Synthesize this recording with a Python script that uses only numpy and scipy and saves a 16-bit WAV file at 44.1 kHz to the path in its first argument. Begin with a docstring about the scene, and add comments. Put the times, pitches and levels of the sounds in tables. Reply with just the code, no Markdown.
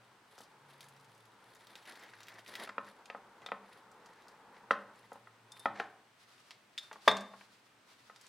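"""A large knife is pressed through a flaky, nut-filled pastry on a wooden board in a quiet kitchen.
The crust crackles as clumped random fractures, single flakes snap as short noise cracks, and the blade
rubs through the filling as uneven coloured noise. Knocks on the board and the clink and thud of the knife
being laid down are sums of decaying modes; a gloved hand then brushes along as it takes hold of the pastry.
Room reflections, room tone, a faint hum and a thin high whine lie behind."""
import sys
import numpy as np
from scipy import signal
from scipy.fft import rfft, irfft, next_fast_len
from scipy.io import wavfile

SR = 44100
rng = np.random.default_rng(int(sys.argv[2]) if len(sys.argv) > 2 else 0)


def dump_mix(stems):
    """Bounce the given channels to the path in sys.argv[1] as a 16-bit WAV at rate SR."""
    frames = np.atleast_2d(stems).T  # one column per channel
    limited = np.clip(frames, -1, 1)  # hard clip at full scale
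    pcm = np.round(limited * 32767).astype(np.int16)
    wavfile.write(sys.argv[1], SR, pcm)


N = 365148
TIME = np.arange(N) / SR


# pushes of the blade through the crust:
# (start [s], length [s], crackle of fine flakes [dB], crunch of coarse layers [dB])
CRUST_PUSHES = [(0.329, 0.089, -66.5, -74), (0.678, 0.26, -74, -70), (0.96, 0.34, -80.5, -100),
                (1.436, 0.36, -73, -70.5), (1.875, 0.1, -67, -59), (2.018, 0.074, -78, -60),
                (2.136, 0.14, -75.5, -64.5), (2.281, 0.11, -73, -58.5), (2.486, 0.062, -58.5, -54),
                (2.593, 0.047, -60.5, -51.5), (2.873, 0.01, -61, -58), (3.418, 0.0098, -90, -62.5),
                (3.663, 0.11, -76, -72), (4.02, 0.29, -89, -71), (4.557, 0.018, -90, -64.5),
                (4.94, 0.2, -79.5, -75.5), (5.567, 0.065, -68, -78), (5.766, 0.066, -94, -56)]
PUSH_ATTACK_S, PUSH_RELEASE_S = 0.017, 0.028   # time constants
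RESTING_CRACKLE_DB = -84   # flakes giving way under the weight of the blade


def breaking():
    """Fracture follows load: the strengths of flaking and crunching swell, hold and let go with each push."""
    pushes = 0
    for start, length, fine_db, coarse_db in CRUST_PUSHES:
        strength = from_db([[fine_db], [coarse_db]])
        pushes = pushes + strength * swell(start, length, PUSH_ATTACK_S, PUSH_RELEASE_S)
    return pushes + from_db(RESTING_CRACKLE_DB) * in_pastry()


KNIFE_OUT_S, KNIFE_OUT_RELEASE_S = 5.91, 0.11   # the blade leaves the pastry; time constant


def in_pastry():
    """Contact condition: 1 while the blade is in the pastry, decaying exponentially as it is drawn out."""
    return np.exp(-np.maximum(TIME - KNIFE_OUT_S, 0) / KNIFE_OUT_RELEASE_S)


# stereo width of sounds on the board: (frequency [Hz], side minus mid [dB])
CLOSE_WIDTH = [(100, -56), (400, -21), (900, -23), (2000, -20), (4000, -19), (8000, -2.5), (15000, -7)]


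def grains(spectrum, per_s, size_db, clump_db):
    """Crackling noise: a random train of microfractures of random size, in clumps; stereo, rms 1."""
    born = rng.random(N) < per_s / SR
    magnitude = np.minimum(rng.exponential(1, N), 4)
    sizes = born * from_db(size_db * magnitude + clump_db * drift(160))
    impulses = sizes * rng.choice([-1, 1], (2, N))
    return rms_one(stereo(*colour(impulses, spectrum), CLOSE_WIDTH))


# spectrum of the thin outer flakes: (frequency [Hz], relative level [dB])
FLAKE_COLOUR = [(1500, -4), (3500, 21), (4800, 15.5), (6500, 2.5), (10500, 13.5), (13000, 2), (15500, -4)]
# spectrum of the thicker layers: (frequency [Hz], relative level [dB])
CRUNCH_COLOUR = [(300, -28), (900, -2), (1900, 8.5), (2800, -6), (4200, -6), (6500, -14.5), (15000, -44)]
# spectrum of crunching felt through the board: (frequency [Hz], relative level [dB])
GRUMBLE_COLOUR = [(30, -50), (120, -18), (230, 0.5), (600, 4), (1100, 0.5), (2000, -19), (6000, -57)]
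HARD_CRUNCH_DB = -54.5   # crunch level at which the pressure on the board counts as 1


def crust(flaking, crunching, uneven_db=2.0, board_db=-3.0):
    """Brittle fracture: flakes fizz and layers crunch; the board's grumble grows as the crunch squared."""
    fine = flaking * grains(FLAKE_COLOUR, per_s=7000, size_db=3.5, clump_db=4.5)
    coarse = crunching * grains(CRUNCH_COLOUR, per_s=4500, size_db=3.0, clump_db=2.5)
    pressure = crunching / from_db(HARD_CRUNCH_DB)
    grumble = grains(GRUMBLE_COLOUR, per_s=1700, size_db=2.5, clump_db=1.5)
    grumble = from_db(board_db) * pressure * crunching * grumble
    uneven_advance = from_db(uneven_db * drift(25.56))
    return uneven_advance * (fine + coarse + grumble)


# the loudest snaps of flakes and nuts, and small dry ticks:
# (time [s], level of the first 10 ms [dB], frequency about which the crack is band-limited [Hz])
LOUD_SNAPS = [(0.380, -63, 5300), (0.411, -71, 8000), (0.438, -67, 6000), (0.8071, -54.5, 6060),
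              (0.842, -65, 8000), (0.886, -64, 11100), (0.999, -71, 6500), (1.045, -70, 7000),
              (1.149, -72, 8000), (1.179, -72, 8500), (1.556, -69, 7700), (1.67, -60, 5000),
              (1.755, -52, 4530), (1.826, -65, 4000), (1.855, -60, 4000), (1.922, -59, 4520),
              (1.956, -59, 4200), (2.0263, -62, 3000), (2.0353, -58, 3600), (2.189, -78, 6000),
              (2.205, -57, 3980), (2.232, -58, 4900), (2.2692, -60, 3400), (2.2837, -51.5, 2800),
              (2.3414, -66, 6500), (2.392, -60, 4080), (2.463, -57, 3020), (2.540, -54, 3470),
              (2.554, -43.5, 3150), (2.6444, -63, 3560), (2.692, -48, 2350), (3.0575, -58.5, 4360),
              (3.419, -65, 3500), (3.462, -50, 2800), (3.4885, -74, 3800), (3.728, -65, 2960),
              (3.916, -69, 8400), (4.06, -63, 5900), (4.221, -69, 6000), (4.283, -62, 7800),
              (4.7125, -42, 2830), (5.131, -65, 9900), (5.658, -52.5, 3300), (5.799, -50, 3170),
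              (6.381, -68, 3500), (6.508, -50.5, 3700), (6.929, -56, 4630), (7.169, -46.5, 4830),
              (7.208, -56.5, 8000), (8.161, -60, 5090), (8.213, -61.5, 8000), (8.267, -61, 5980)]
CRUST_THROUGH_S = 2.66   # until now the edge is in the dry outer crust, whose snaps are the brightest


def snaps(flaking, front=2.8, front_t60=0.0026, splinter_t60=0.051, edge_db=-21, edge_hz=6500):
    """Impulsive fracture: a crack band-limited about its own pitch, then a tail of tiny splinters."""
    out, t = np.zeros(N), TIME[:SR // 12]
    envelope = front * fade(t, front_t60) + fade(t, splinter_t60)
    for s, level_db, pitch_hz in LOUD_SNAPS + small_snaps(flaking):
        crack, edge = rng.standard_normal((2, len(t))) * envelope
        crack = cut(crack, [pitch_hz * 0.5, pitch_hz * 1.16], "band", order=1)
        crack = cut(crack, pitch_hz, "low", order=1)
        bright_edge = (s < CRUST_THROUGH_S) * from_db(edge_db) * cut(edge, edge_hz, "high")
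        add(out, s, level_db, crack + bright_edge)
    return out


SMALL_SNAP_DB = 1   # mean level of single flakes above the flaking strength


def small_snaps(flaking, count=80, spread_db=7, low_hz=3500, high_hz=9500):
    """Random fracture times, louder under harder pushes: rows of (time [s], level [dB], pitch [Hz])."""
    when, loudness, pitch = rng.random((count, 3)).T
    s = when * FILLING_DRAG[-1][0]   # up to the last point of the drag curve
    flaking_db = 20 * np.log10(np.interp(s, TIME, flaking))
    level_db = flaking_db + SMALL_SNAP_DB + spread_db * (loudness - .5)
    return list(zip(s, level_db, low_hz * (high_hz / low_hz) ** pitch))


# drag of the blade in the filling: (time [s], level before the overall gain of the rub [dB])
FILLING_DRAG = [(0.0, -65.5), (0.75, -61), (1.28, -63.5), (1.74, -59.5), (2.42, -65), (2.67, -60),
                (3.09, -58.5), (4.82, -58), (5.32, -67), (5.6, -60)]
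# spectrum of the rubbing: (frequency [Hz], relative level [dB])
RUB_COLOUR = [(100, -16.5), (190, 0.5), (300, -5), (450, 3), (650, -3), (900, 7), (1100, 1.5), (1500, -0.5),
              (2100, -12.5), (3000, -40), (8000, -82)]
STICK_DB = 1.1   # unevenness of the drag, rms


def rub(gain_db=-3.5):
    """Friction noise: the flat of the blade drags unevenly through the soft filling."""
    drag_db = in_time(FILLING_DRAG)[0] + STICK_DB * drift(45)
    return in_pastry() * from_db(gain_db + drag_db) * hiss(RUB_COLOUR, CLOSE_WIDTH)


# knocks on the board, and nuts breaking against it at 2.675 and 2.694 s: (time [s], level of the first 10 ms
# [dB], # upper corner, lower for soft contacts [Hz], lower corner [Hz], pitch of the first swings [Hz])
BOARD_KNOCKS = [(0.380, -55, 1510, 200, 940), (0.404, -54.5, 1190, 199, 930),
                (2.675, -47.5, 2900, 300, 710), (2.694, -45, 3260, 400, 1330),
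                (2.7810, -33.5, 2130, 280, 1350), (3.1005, -43, 3660, 340, 2190),
                (3.148, -41.5, 1540, 250, 880), (3.462, -46.5, 2400, 700, 1400),
                (3.4880, -47.5, 2620, 700, 1300), (3.5186, -34, 1970, 260, 1180),
                (4.7084, -22.5, 2060, 323, 1330), (5.119, -46, 1070, 350, 890),
                (5.157, -53, 1200, 350, 780), (5.272, -55, 2000, 1100, 1400), (5.568, -58, 2800, 900, 2000),
                (5.657, -26.5, 1970, 280, 1000), (5.7988, -34, 2180, 288, 880),
                (5.8014, -33.5, 1920, 290, 1190), (8.098, -52.5, 1440, 1510, 1390)]
# modes of the wooden board: (frequency [Hz], relative level [dB], t60 [s])
BOARD_MODES = [(197, -17.5, 0.22), (300, -4, 0.035), (432.4, 0, 0.061), (568, -6.5, 0.06),
               (677, -13.5, 0.057), (765, 8.5, 0.018), (856, -8, 0.036), (1055, 0, 0.083),
               (1170, -16, 0.043), (1276, 0.5, 0.071), (1528, -3.5, 0.042), (1787, 1.5, 0.052),
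               (2020, -13.5, 0.075), (2180, -15, 0.03), (2695, -5.5, 0.025)]


def knocks():
    """Modal excitation of a plate: each knock sets the wooden board ringing briefly."""
    return blows(BOARD_KNOCKS, BOARD_MODES, thud_db=18.5, thud_span=0.0235, front_db=18.5, front_t60=0.0053)


def blows(table, modes, thud_db, thud_span, front_db, front_t60):
    """Impact: hard first swings, ringing modes and a dense, damped burst; soft contacts are dull."""
    out, t = np.zeros(N), TIME[:SR // 4]
    for s, level_db, soft_hz, low_hz, front_hz in table:
        front = from_db(front_db) * fade(t, front_t60) * np.cos(2 * np.pi * front_hz * t)
        ring = struck(modes, t, vary_db=2.0)
        thud = from_db(thud_db) * cut(burst(t, thud_span), [550, 2500], "band", order=1)
        hit = cut(front + ring + thud, soft_hz, "low", order=3)
        add(out, s, level_db, cut(hit, low_hz, "high", order=1))
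    return out


# touches that set the blade ringing: (time [s], level of the first 10 ms [dB], lower corner [Hz],
# upper corner [Hz], ring time as a share of the free one [1], clack gain [dB], singing tone [dB])
BLADE_TOUCHES = [(3.462, -46.5, 3300, 4300, 0.23, 0, -73), (5.5195, -52.5, 5500, 10500, 0.31, -3, -64),
                 (5.595, -54, 8500, 11500, 0.69, -18, -65), (6.7782, -39, 1600, 4196, 0.4, 12, -60),
                 (6.7835, -44, 3400, 6500, 0.9, 8.5, -67.5), (7.078, -23.5, 1900, 4860, 1.07, 8, -40.5),
                 (7.113, -37, 2406, 5800, 0.41, 6.5, -60.5)]
# modes of the steel blade: (frequency [Hz], relative level [dB], free t60 [s])
BLADE_MODES = [(2640, -12, .1), (3370, -12, 0.088), (3440, 9, 0.068), (3660, -0.5, 0.18), (3570, 4.5, .11),
               (3660, 2.5, 0.066), (3838, -6, 0.15), (4280, -7, .15), (4820, -2.5, 0.06), (5160, -12, .2),
               (5400, -7.5, .06), (6350, -19.5, .15), (6410, -16, 0.16), (7250, -25, 0.13),
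               (8200, -8, .085), (9800, -9, 0.082), (10450, -9.5, 0.049), (11700, -15, .06),
               (12740, -19, .06)]
SING_HZ, SING_T60 = 3617, 0.43   # the blade's freest mode, which sings on after each touch; Hz, s
SING_BEAT_HZ, SING_TWIN_DB = 5.2, -14.5   # a weaker twin mode just above makes the tone throb
# bright sizzle of the steel edge: dB against the touch, span s, lower corner Hz
CONTACT_DB, CONTACT_SPAN_S, CONTACT_HZ = -25, 0.077, 6970


def blade(clack_span=0.06, clack_top_hz=9000):
    """Damped modes and beating: steel clacks and rings, damped by hand and counter; one tone throbs on."""
    out, t = np.zeros(N), TIME[:SR // 2]
    twin = from_db(SING_TWIN_DB) * np.sin(2 * np.pi * (SING_HZ + SING_BEAT_HZ) * t)
    sing = fade(t, SING_T60) * (np.sin(2 * np.pi * SING_HZ * t) + twin)
    for s, level_db, low_hz, high_hz, freedom, clack_db, sing_db in BLADE_TOUCHES:
        ring = struck(np.array(BLADE_MODES) * [1, 1, freedom], t, vary_db=.8)
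        clack = from_db(clack_db) * cut(burst(t, clack_span), [1300, clack_top_hz], "band")
        touch = cut(ring + clack, low_hz, "high", order=3)
        add(out, s, level_db, cut(touch, high_hz, "low"))
        sizzle = cut(burst(t, CONTACT_SPAN_S), CONTACT_HZ, "high")
        add(out, s, level_db + CONTACT_DB, sizzle)
        add(out, s, sing_db, sing)
    return out


# knife set down on the counter: (time [s], level of the first 10 ms [dB],
# upper corner, lower for soft contacts [Hz], lower corner [Hz], pitch of the first swings [Hz])
COUNTER_BLOWS = [(6.913, -47, 2340, 198.4, 1500), (6.929, -53.5, 1360, 148.5, 1000),
                 (6.956, -52, 1400, 204, 700), (7.0760, -20.5, 1200, 400, 603),
                 (7.0785, -18, 1900, 560, 1116), (7.113, -35, 1700, 250, 997),
                 (7.337, -51, 1370, 910, 1060), (7.411, -56.5, 2770, 1510, 2380)]
# modes of the counter top: (frequency [Hz], relative level [dB], t60 [s])
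COUNTER_MODES = [(112.6, -27.5, 0.15), (201, -7, 0.26), (430, -4, 0.067), (525, -13, 0.059),
                 (651, -2.5, 0.068), (673, -2, 0.07), (859, 2, 0.045), (1083, -0.5, 0.11),
                 (1190, -7, 0.073), (1565, -3.5, 0.088), (1783, -9, 0.07), (2420, -21.5, 0.027)]


def set_down():
    """Modal excitation of a plate: the knife lands on the counter with a thud."""
    thuds = blows(COUNTER_BLOWS, COUNTER_MODES, thud_db=18.0, thud_span=0.04, front_db=13.0, front_t60=0.0092)
    return thuds + thump()


def thump(level_db=-59, t60=0.27, tone_hz=110):
    """Momentum transfer: the weight of the knife shakes the counter at the loudest blow."""
    out, t = np.zeros(N), TIME[:SR // 2]
    landing_s = max(COUNTER_BLOWS, key=lambda row: row[1])[0]
    push = fade(t, t60 / 10)
    shake = fade(t, t60) * np.sin(2 * np.pi * tone_hz * t) / 2
    add(out, landing_s, level_db, cut(push + shake, 25, "high", order=1))
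    return out


# movements of the gloved hand: (start [s], length [s], level [dB])
HAND_MOVES = [(6.2, 0.012, -66.5), (6.332, 0.044, -67), (6.53, 0.0088, -82), (6.8, 0.031, -61),
              (7.06, 0.017, -56.5), (7.37, 0.15, -67.5), (7.883, 0.11, -63.5), (8.14, 0.23, -67)]
# spectrum of the glove: (frequency [Hz], relative level [dB])
GLOVE_COLOUR = [(300, -17), (1200, -0.5), (2200, -5), (3200, -5), (4500, -4), (7000, -13), (10000, -15.5),
                (15500, -28)]
# stereo width of diffuse sound: (frequency [Hz], side minus mid [dB])
ROOM_WIDTH = [(100, -20.5), (250, -10.5), (600, -5.5), (3000, -4), (15000, -2)]
MOVE_ATTACK_S, MOVE_RELEASE_S = 0.026, 0.13   # time constants


def glove(crinkle_db=3.0):
    """Friction noise: thin plastic and wool brush along as the hand moves."""
    motion = 0
    for start, length, level_db in HAND_MOVES:
        motion = motion + from_db(level_db) * swell(start, length, MOVE_ATTACK_S, MOVE_RELEASE_S)
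    return motion * from_db(crinkle_db * drift(42)) * hiss(GLOVE_COLOUR, ROOM_WIDTH)


# reverberation time of the tail: (frequency [Hz], t60 [s])
ROOM_T60 = [(120, 0.37), (300, 0.62), (600, 0.44), (1100, 0.47), (2300, 0.43), (6000, 0.24), (14000, 0.14)]
# spectrum of the tail: (frequency [Hz], gain [dB])
ROOM_COLOUR = [(60, -1.5), (115, 12.5), (155, 3), (200, 8), (300, -1), (430, -3.5), (600, 1.5),
               (1000, -2.5), (2000, -3.5), (4000, 0.5), (14000, 4)]
# low standing waves: (frequency [Hz], level [dB], t60 [s])
ROOM_MODES = [(112, -52, 0.37), (209, -65, 0.23)]
NEAR_DB = -7.5   # reflections from the things on the counter


def kitchen(x, width, near_span=0.043, tail_db=-8.5, build_s=0.0032):
    """Reverberation: quick reflections from the counter, a diffuse tail and two low standing waves."""
    t, edges = TIME[:SR * 3 // 4], np.geomspace(50, 18000, 10)
    tail = 0
    for low, high in zip(edges, edges[1:]):
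        band = cut(rng.standard_normal((2, len(t))), [low, high], "band")
        tail = tail + band * fade(t, at_hz(ROOM_T60, np.sqrt(low * high)))
    tail = colour(tail, ROOM_COLOUR) * (1 - np.exp(-t / build_s))   # the tail builds up gradually
    tail = tail / np.linalg.norm(fade(t, 0.29))
    near = np.array([burst(t, near_span), burst(t, near_span)]) * (t > .0015)
    near = near / np.linalg.norm(near[0])
    mid, side = from_db(tail_db) * tail + from_db(NEAR_DB) * near
    standing = sum(from_db(db) * fade(t, t60) * np.sin(2 * np.pi * hz * t) for hz, db, t60 in ROOM_MODES)
    end_fade = np.minimum(1, 10 * (1 - t / t[-1]))
    echoes = stereo(mid + standing, side, width) * end_fade
    return signal.fftconvolve(x[None], echoes, axes=-1)[:, :N]


# a faint low hum comes and goes: (start [s], length [s], mean pitch [Hz], level [dB])
HUMS = [(0, 0.02, 123, -72.5), (0.633, 0.37, 138, -70), (1.09, 0.14, 113.2, -73), (2.163, 0.26, 109.5, -74),
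        (5.045, 0.6, 116.2, -74)]
HUM_ATTACK_S, HUM_RELEASE_S = 0.044, 0.15   # time constants


def hum(waver_hz=2.15):
    """Frequency modulation: a low tone comes and goes, wavering randomly in pitch."""
    waver = waver_hz * drift(17.0)
    tones = 0
    for start, length, hz, level_db in HUMS:
        tone = np.sin(2 * np.pi * np.cumsum(hz + waver) / SR)
        tones = tones + from_db(level_db) * swell(start, length, HUM_ATTACK_S, HUM_RELEASE_S) * tone
    return np.sqrt(2) * tones   # a sine of rms 1


# spectrum of the room tone: (frequency [Hz], relative level [dB])
AIR_COLOUR = [(25, -35), (60, -13), (85, -18), (115, 5), (150, -6.5), (200, -0.5), (320, -2.5), (600, -4),
              (1100, -3), (1600, -4), (2500, -7), (4000, -12.5), (8000, -21), (15500, -29.5)]
WHINE_HZ, WHINE_DB = 8130, -87.5   # mean pitch, rms level


def background(air_db=-66.5):
    """Stationary noise floor: room tone and a thin, unsteady high whine, with the wavering hum."""
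    whine = np.sqrt(2) * np.sin(2 * np.pi * np.cumsum(WHINE_HZ + 70 * drift(400)) / SR)
    return from_db(air_db) * hiss(AIR_COLOUR, ROOM_WIDTH) + hum() + from_db(WHINE_DB) * whine


def hiss(spectrum, width):
    """Filtered Gaussian noise: smooth stereo noise of a given colour; rms 1."""
    return rms_one(stereo(*colour(rng.standard_normal((2, N)), spectrum), width))


def struck(modes, t, vary_db):
    """Modal superposition: alternating signs, and random strengths for where the blow lands."""
    hz, db, t60 = np.transpose(modes)[:, :, None]
    sign = (-1) ** np.arange(len(hz))[:, None]
    strength = sign * from_db(db + vary_db * rng.standard_normal(hz.shape))
    return np.sum(strength * fade(t, t60) * np.sin(2 * np.pi * hz * t), axis=0)


def burst(t, span):
    """Flat-spectrum transient: a dying noise burst with its energy spread nearly evenly over frequency."""
    noise = rng.standard_normal(len(t)) * fade(t, span)
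    for _ in range(4):   # flatten the spectrum, then confine the burst in time again
        flat = irfft(np.exp(1j * np.angle(rfft(noise))), len(t))
        noise = flat * np.exp(-(2 * t / span) ** 2)
    return noise * np.linalg.norm(fade(t, span)) / np.linalg.norm(noise)


def swell(start, length, attack_s, release_s):
    """Exponential envelope: rises to 1 at the start, holds and dies away."""
    early, late = np.maximum(start - TIME, 0), np.maximum(TIME - start - length, 0)
    return np.exp(-np.minimum(early / attack_s + late / release_s, 20))


def fade(t, t60):
    """Exponential decay by 60 dB in t60."""
    return np.exp(-np.log(1000) * t / t60)


def drift(rate):
    """Slow random modulation: chance values at a rate per second, joined by lines; rms 1."""
    knots = rng.standard_normal(4096)
    return rms_one(np.interp(TIME * rate, np.arange(len(knots)), knots))


def add(out, s, level_db, hit):
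    """Superposition: place a hit so that its first 10 ms have the given rms level."""
    start = round(s * SR)
    hit = hit * from_db(level_db) / np.sqrt(np.mean(hit[:SR // 100] ** 2))
    out[start:start + len(hit)] += hit[:N - start]


def colour(x, spectrum):
    """Linear filtering by multiplication with a smooth spectrum."""
    size = x.shape[-1]
    padded = next_fast_len(size)
    gain = from_db(at_hz(spectrum, np.fft.rfftfreq(padded, 1 / SR)))
    return irfft(rfft(x, padded) * gain, padded)[..., :size]


def cut(x, hz, kind, order=2):
    """Butterworth filtering: a maximally flat pass band."""
    sections = signal.butter(order, np.clip(hz, 10, .45 * SR), kind, fs=SR, output="sos")
    return signal.sosfilt(sections, x)


def at_hz(points, hz):
    """Interpolate a spectrum on a logarithmic frequency axis."""
    f, value = np.transpose(points)
    return np.interp(np.log(np.maximum(hz, 1)), np.log(f), value)


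def in_time(rows):
    """Interpolate the columns of a curve linearly in time."""
    s, *columns = np.transpose(rows)
    return [np.interp(TIME, s, c) for c in columns]


def stereo(mid, side, width):
    """Mid-side coding: the side signal is weighted by the width, then added left and subtracted right."""
    return mid + colour(side, width) * np.array([[1], [-1]])


def pan(x, left_db):
    """Level difference: raise the left channel and lower the right by left_db each."""
    return x * from_db([[left_db], [-left_db]])


def rms_one(x):
    """Normalise to rms 1."""
    return x / np.sqrt(np.mean(x ** 2) + 1e-20)


def from_db(db):
    """Convert decibels to an amplitude ratio."""
    return 10 ** (np.asarray(db) / 20)


# stereo width of reflections of sounds off to the side: (frequency [Hz], side minus mid [dB])
COUNTER_WIDTH = [(100, -24.5), (400, -23.5), (900, -17.5), (2000, -17.5), (4000, -10.5), (8000, 1),
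                 (15000, 0)]
STEEL_ROOM_DB = -6   # steel's share in the room sound: the ring is heard mostly direct, with little reverberation


def scene():
    """Superposition of direct and reflected sound, all slightly left of centre."""
    flaking, crunching = breaking()
    board = knocks() + snaps(flaking)
    counter = set_down()
    steel = blade()
    room = kitchen(board, CLOSE_WIDTH)
    room = room + kitchen(counter + from_db(STEEL_ROOM_DB) * steel, COUNTER_WIDTH)
    cutting = board + crust(flaking, crunching) + rub()
    surroundings = room + glove() + background()
    direct = pan(cutting, left_db=0.43) + pan(counter, left_db=0.5) + pan(steel, left_db=0.8)
    return direct + pan(surroundings, left_db=0.24)


def record(dry):
    """Elliptic low-pass filtering: the top is cut steeply above 15.9 kHz."""
    return signal.sosfilt(signal.ellip(10, .1, 70, 15900, fs=SR, output="sos"), dry)


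dry = scene()
out = record(dry)
dump_mix(out)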